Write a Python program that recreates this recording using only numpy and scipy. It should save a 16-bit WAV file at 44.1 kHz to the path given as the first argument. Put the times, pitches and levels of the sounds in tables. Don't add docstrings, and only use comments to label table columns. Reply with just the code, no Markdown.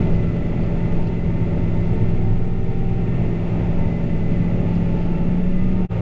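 import sys
import numpy as np
from scipy import signal
from scipy.fft import rfft, irfft, next_fast_len
from scipy.io import wavfile
from scipy.ndimage import uniform_filter1d

SR = 44100
rng = np.random.default_rng(int(sys.argv[2]) if len(sys.argv) > 2 else 0)


def wav_out(sig):
    wavfile.write(sys.argv[1], SR, np.round(np.clip(np.atleast_2d(sig).T, -1, 1) * 32767).astype(np.int16))


N = 265041
TIME = np.arange(N) / SR

CYLINDERS = [-2.5, 4.5, 3, 0.5, 0.5, 0.5]
# f/Hz, level/dB
RUSH_COLOUR = [(500, -8), (1000, -3), (1370, 0.5), (1600, -6.5), (1850, -2.5), (2060, 0), (2400, -3),
               (2700, -6.5), (3000, -10.5), (3420, -11), (3560, -10.5), (3720, -15.5), (4000, -16),
               (5500, -22.5), (7200, -25), (8100, -40), (10200, -43.5), (11200, -61), (14000, -56.5)]


def engine_hum(turns, speed, pull_db):
    # t/s, level/dB
    firing_levels = [(0, -31.5), (1.2, -28.5), (1.42, -24), (2.3, -25), (2.65, -30.5), (3.45, -25),
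                     (4.1, -30), (4.6, -28), (5.3, -38), (5.85, -28), (5.93, -23)]
    # t/s, half-length/s, level/dB
    beats = [(2.4, 0.64, -31), (3.25, 0.36, -32.5)]
    # order, level/dB
    orders = [(3, -33), (4, -41.5), (5, -38.5), (7, -35), (8, -44), (9, -39), (10, -41), (11, -39.5),
              (12, -36), (13, -44), (14, -44), (15, -47), (16, -48.5), (17, -48), (18, -49.5), (20, -45.5),
              (23, -45.5), (24, -52), (27, -53), (31, -56.5), (36, -56.5), (41, -58.5), (51, -60)]
    # order, base level/dB
    panel_orders = [(19, -46), (21, -41.5), (32, -57), (34, -58.5), (35, -55)]
    # f/Hz, width/Hz, lift/dB
    panels = [(341, 9, 7), (381, 9, 7), (559, 16, 9), (606, 10, 8.5)]
    firing = tone(turns * len(CYLINDERS), curve(firing_levels), flutter=.31, rate=9)
    beating = swells(beats) * tone(turns * (len(CYLINDERS) + 1), 0, flutter=1, rate=3)
    body = sum(tone(turns * k, db, flutter=.2, rate=2.8) for k, db in orders)
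    panel_hum = sum(tone(turns * k, db + lift_db(speed * k, panels), flutter=.22, rate=2.3)
                    for k, db in panel_orders)
    return firing + beating + amp(pull_db) * (body + panel_hum)


def knocks(turns, decay, uneven_db):
    firing, since = np.divmod(turns * len(CYLINDERS), 1)
    firing = firing.astype(int)
    cylinder_db = np.take(CYLINDERS, firing % len(CYLINDERS))
    stroke_db = uneven_db * rng.standard_normal(firing[-1] + 1)
    return unit(amp(cylinder_db + stroke_db[firing]) * np.exp(-since / decay))


def engine_clatter(knock):
    # f/Hz, level/dB
    colour = [(120, 12.5), (250, 5.5), (380, 8.5), (440, 8.5), (515, 1), (570, -1), (640, 3), (720, -2),
              (800, -3.5), (880, -3.5), (970, -13.5), (1400, -27.5), (3000, -61.5)]
    return amp(-32) * pulsed_noise(knock, colour, depth=.51)


def engine_buzz(turns, cycle_hz, versions=3):
    # f/Hz, level/dB
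    colour = [(500, -61), (600, -59.5), (660, -57.5), (780, -62), (850, -62), (950, -69.5), (1300, -77),
              (1600, -77), (2500, -76)]
    size, orders = 4096, np.arange(28, 150)
    strengths = amp(colour_db(colour, orders * cycle_hz))
    buzz = np.zeros(N)
    for _ in range(versions):
        comb = np.zeros(size // 2 + 1, complex)
        comb[orders] = strengths * np.exp(2j * np.pi * rng.random(len(orders)))
        cycle = irfft(comb) * size / np.sqrt(2)
        buzz += wander(rate=.63) * np.interp(turns % 1 * size, np.arange(size), cycle)
    return buzz / np.sqrt(versions)


def drone(speed, pull_db, glide_s=.2, full_pull_db=1.2):
    # t/s, order, level at the usual pull/dB
    steps = [(0, 9.49, -25.8), (4.28, 9.85, -23.7), (5.31, 10.3, -21.2), (5.88, 9.1, -21.7)]
    starts, orders, levels = np.transpose(steps)
    step = np.searchsorted(starts[1:], TIME)
    order, db = uniform_filter1d([orders[step], levels[step]], int(glide_s * SR) + 1)
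    eased_db = .9 * np.minimum(pull_db, full_pull_db)
    return tone(np.cumsum(order * speed) / SR, db + eased_db, flutter=.045, rate=9.2)


def gear_whines(turns, speed, pull_db):
    # order, base level/dB, flutter share, flutter rate/Hz, pitch waver/Hz
    whines = [(6.55, -37.5, .4, 3, .8), (24.15, -47, .4, 4, .3), (25.3, -46, .5, 5, 1),
              (32.2, -52.5, .05, 4, .1), (43, -58, .25, 6, .7), (48.3, -58, .7, 6, 1),
              (50.68, -55.5, .6, 14, 2), (69, -63, .5, 7, 1), (76, -66, .45, 7, 1),
              (101.2, -60, .4, 12, 2.5), (114, -63.5, .7, 45, 2), (151.8, -65, .7, 14, 6),
              (154.5, -72, .6, 30, 6)]
    # t/s, half-length/s, order of the whine, level/dB
    flares = [(.85, .2, 32.2, -51), (1.55, .13, 32.2, -46.5), (3.85, .15, 32.2, -49), (2.27, .05, 43, -49),
              (2.9, .25, 43, -60), (3.62, .1, 43, -49.5), (.04, .04, 50.68, -46), (.86, .07, 50.68, -46.5),
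              (1.06, .08, 50.68, -49), (1.42, .05, 50.68, -51), (1.76, .04, 50.68, -49),
              (1.88, .035, 50.68, -49), (2.01, .045, 50.68, -47), (3.8, .06, 50.68, -50),
              (4.95, .3, 50.68, -51), (5.21, .045, 50.68, -50), (5.77, .05, 50.68, -49),
              (.95, .15, 69, -61), (3.57, .08, 69, -62), (5.73, .17, 69, -55), (.2, .35, 76, -58),
              (.7, .05, 76, -58), (5.2, .17, 76, -56), (1.8, .05, 101.2, -58), (2.01, .05, 101.2, -56),
              (3.25, .25, 101.2, -62), (5.78, .03, 101.2, -55), (.15, .22, 114, -54.5),
              (.54, .12, 114, -54.5), (.88, .07, 114, -55), (1.2, .13, 114, -54.5), (1.9, .28, 114, -55),
              (3.25, .2, 114, -61), (3.87, .09, 114, -51.5), (4.08, .12, 114, -55.5),
              (4.35, .13, 114, -51.5), (5.62, .07, 114, -54.5), (5.17, .07, 154.5, -54)]
    # f/Hz, width/Hz, lift/dB
    housing = [(569, 14, 10.5), (778, 14, 11.5), (881, 10, 5), (904, 5, 2.5), (2016, 50, 7)]
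    mix = np.zeros(N)
    for order, db, flutter, rate, waver_hz in whines:
        steady = amp(db + .19 * pull_db + lift_db(speed * order, housing))
        level = steady + swells((t, length, peak_db) for t, length, k, peak_db in flares if k == order)
        slip = np.cumsum(waver_hz * wander(rate)) / SR
        mix += level * tone(turns * order + slip, 0, flutter * np.sqrt(steady / level), rate)
    return mix


def cab_boom(pull_db, lug):
    # f/Hz, level/dB
    colour = [(5, -24.5), (14, -9.5), (22, 3), (32, -2.5), (45, -4.5), (75, -9.5), (90, -3.5), (108, -2),
              (130, -2.5), (150, -3.5), (190, -11), (240, -5), (258, -11.5), (280, -11), (315, -20),
              (450, -33.5), (900, -84.5)]
    db = -27 + .23 * pull_db + 7 * lug + wander(rate=4.2)
    return amp(db) * coloured(rng.standard_normal(N), colour)


def cab_shake(hz):
    # t/s, half-length/s, level/dB
    bumps = [(.14, 0.048, -19.5), (.98, 0.07, -17.5), (2.38, 0.48, -22), (3.8, 0.074, -22.5),
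             (4.3, 0.098, -29.5), (5.1, 0.084, -24), (5.6, 0.22, -22.5)]
    rocking = tone(hz * TIME + .15 * wander(rate=3.1), 0, flutter=.14, rate=4)
    return (amp(-24) + swells(bumps)) * rocking


def air_rush(knock, pull_db):
    return amp(-46.5 + .6 * pull_db) * pulsed_noise(knock, RUSH_COLOUR, depth=.044)


def rasp(knock):
    # t/s, level/dB
    levels = [(0, -57.5), (.8, -59.5), (1.5, -63.5), (2.4, -66), (3.1, -57), (3.7, -55.5), (3.9, -60),
              (4.7, -55.5), (5.5, -58), (5.85, -57)]
    # f/Hz, level/dB
    colour = [(2000, -41), (2450, -7), (2700, 0.5), (2900, -5.5), (3300, -19.5), (4200, -46.5)]
    return amp(curve(levels)) * pulsed_noise(knock, colour, depth=.27)


def ripper_scrapes():
    # t/s, half-length/s, level/dB
    scrapes = [(.06, .015, -56), (.14, .035, -57), (.35, .012, -61), (.64, .04, -58), (1.03, .01, -59),
               (1.075, .014, -54), (1.85, .1, -63), (2.1, .015, -62), (4.71, .025, -58),
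               (4.765, .014, -55.5), (5.01, 0.054, -60)]
    # f/Hz, level/dB
    colour = [(1500, -27), (2400, -6), (2750, 7.5), (3300, -4.5), (3800, -7.5), (4400, -1), (4850, -3),
              (5500, -12), (7200, -21.5), (8200, -47)]
    return swells(scrapes) * coloured(grains(per_s=440, spread_db=2.5, decay_s=.003), colour)


def ripper_squeals():
    # t/s, half-length/s, f/Hz, level/dB
    squeals = [(.95, .022, 2540, -51), (1.075, .018, 2600, -56), (2.08, .025, 2320, -57),
               (3.15, 0.016, 2780, -55), (5.06, .04, 3010, -58)]
    return sum(swells([(t, length, db)]) * tone(hz * TIME, 0, flutter=.6, rate=70)
               for t, length, hz, db in squeals)


def cab_rattle(pull_db):
    ticks = grains(per_s=37, spread_db=1, decay_s=.013)
    return amp(-60.5 + pull_db) * coloured(ticks, RUSH_COLOUR)


def ping(at_s, hz, rise_s=.012, t60_s=.2):
    since = np.maximum(TIME - at_s, 0)
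    attack = np.minimum(since / rise_s, 1)
    return attack * tone(hz * TIME, -68 - 60 * since / t60_s, flutter=.3, rate=60)


def joint_squeaks(hz, half_length_s):
    # t/s, level/dB
    squeaks = [(1.39, -77), (1.54, -83), (1.63, -85), (1.71, -81), (1.81, -83), (1.94, -72), (1.99, -82),
               (2.38, -79), (2.46, -81), (2.54, -85), (2.91, -80), (3.18, -81), (3.24, -78)]
    # t/s, half-length/s, level/dB
    chirring = [(1.75, .4, -89), (2.5, .2, -89), (3.1, 0.17, -90)]
    chirps = swells((t, half_length_s, db) for t, db in squeaks)
    return np.hypot(chirps, swells(chirring)) * tone(hz * TIME, 0, flutter=2.5, rate=150)


def turbo(lug, lag_s):
    # t/s, half-length/s, level/dB
    flares = [(.37, .1, -95), (1, .35, -97), (1.8, .05, -87), (2.12, .13, -94), (3.15, .12, -90.5),
              (3.72, .04, -92), (4.75, .1, -92.5), (5.68, .11, -95)]
    hz = 13200 + 450 * np.interp(TIME - lag_s, TIME, lug)
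    return (amp(-96) + swells(flares)) * tone(np.cumsum(hz) / SR, 0, flutter=.9, rate=60)


def amp(db):
    return 10 ** (np.asarray(db) / 20)


def unit(x):
    return x / np.sqrt(np.mean(x ** 2) + 1e-20)


def curve(points):
    return np.interp(TIME, *np.transpose(points))


def swells(rows):
    return sum(amp(db) * np.exp(-((TIME - t) / length) ** 2) for t, length, db in rows)


def colour_db(colour, hz):
    f, db = np.transpose(colour)
    return np.interp(np.log(hz + 1), np.log(f), db)


def lift_db(hz, resonances):
    return sum(lift / (1 + (2 * (hz - centre) / width) ** 2) for centre, width, lift in resonances)


def equalise(x, colour):
    size = next_fast_len(N)
    gain = amp(colour_db(colour, np.fft.rfftfreq(size, 1 / SR)))
    return irfft(rfft(x, size) * gain, size)[..., :N]


def coloured(x, colour):
    return unit(equalise(x, colour))


def wander(rate):
    size = 2048
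    hz = np.fft.rfftfreq(size, TIME[-1] / size)
    slow = irfft(rfft(rng.standard_normal(size)) / (1 + (hz / rate) ** 2))
    return np.interp(TIME, np.linspace(0, TIME[-1], size), unit(slow))


def tone(turns, db, flutter, rate):
    angle = 2 * np.pi * (turns + rng.random())
    line = (1 + flutter * wander(rate)) * np.cos(angle) + flutter * wander(rate) * np.sin(angle)
    return amp(db) * line * np.sqrt(2 / (1 + 2 * flutter ** 2))


def pulsed_noise(knock, colour, depth):
    return coloured((1 - depth + depth * knock) * rng.standard_normal(N), colour)


def grains(per_s, spread_db, decay_s):
    sizes = amp(spread_db * np.minimum(rng.exponential(1, N), 3))
    hits = sizes * (rng.random(N) < per_s / SR)
    envelope = signal.lfilter([1], [1, -np.exp(-1 / (decay_s * SR))], hits)
    return envelope * rng.standard_normal(N)


def scene():
    # t/s, four-stroke cycle rate/Hz
    speeds = [(0, 17.73), (.4, 17.63), (1.1, 17.86), (1.7, 17.83), (2.1, 17.92), (2.75, 18.15),
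              (3.25, 17.89), (3.6, 17.9), (3.9, 17.77), (4.3, 17.69), (4.8, 17.4), (5.1, 17.37),
              (5.4, 17.45), (5.7, 17.81), (6, 18.3)]
    # t/s, level above the usual pull/dB
    pulls = [(0, 5.5), (.08, 2.5), (.3, 0.5), (.6, 1.1), (.92, 1.2), (1.2, -.5), (1.7, 1.5), (2.1, 0.5),
             (2.5, -3.5), (3, -1), (3.7, 1.3), (3.95, 0.6), (4.8, 1.3), (5.4, -0.8), (5.85, -1)]
    speed, pull_db = curve(speeds), curve(pulls)
    turns = np.cumsum(speed) / SR
    lug = 17.8 - speed
    clatter_gain = amp(.88 * pull_db + .29 * wander(rate=6.7))
    knock = knocks(turns, decay=.53, uneven_db=1.5)
    engine = clatter_gain * (engine_clatter(knock) + engine_buzz(turns, speed.mean()))
    engine += engine_hum(turns, speed, pull_db)
    engine += air_rush(knock, pull_db) + rasp(knock) + turbo(lug, lag_s=.2)
    driveline = drone(speed, pull_db) + gear_whines(turns, speed, pull_db)
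    cab = cab_boom(pull_db, lug) + cab_shake(hz=15.8)
    cab += cab_rattle(pull_db) + joint_squeaks(hz=8400, half_length_s=.012)
    ripper = ripper_scrapes() + ripper_squeals() + ping(at_s=2.6, hz=5950)
    return (engine + driveline + cab + ripper)[None]


def record(dry):
    # f/Hz, gain/dB
    late_colour = [(20, -6), (110, 2), (170, -3), (220, -13), (300, -2), (350, -2), (450, -2), (540, 13.5),
                   (620, -2), (800, 0), (1150, 4.5), (2000, 2), (7000, 1)]
    dip_s, fade_out_s, fade_in_s, floor_db = 5.882, .034, .033, -52
    sound = np.where(TIME < dip_s, dry, equalise(dry, late_colour))
    fader = np.maximum((dip_s - TIME) / fade_out_s, (TIME - dip_s) / fade_in_s)
    gain = amp(floor_db) + np.minimum(fader, 1) ** 2.05
    soft_ends = signal.windows.tukey(N, .001)
    high_cut = signal.firwin(511, cutoff=14000, window=("kaiser", 9), fs=SR)
    return signal.oaconvolve(sound * gain * soft_ends, high_cut[None], "same")


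dry = scene()
out = record(dry)
wav_out(out)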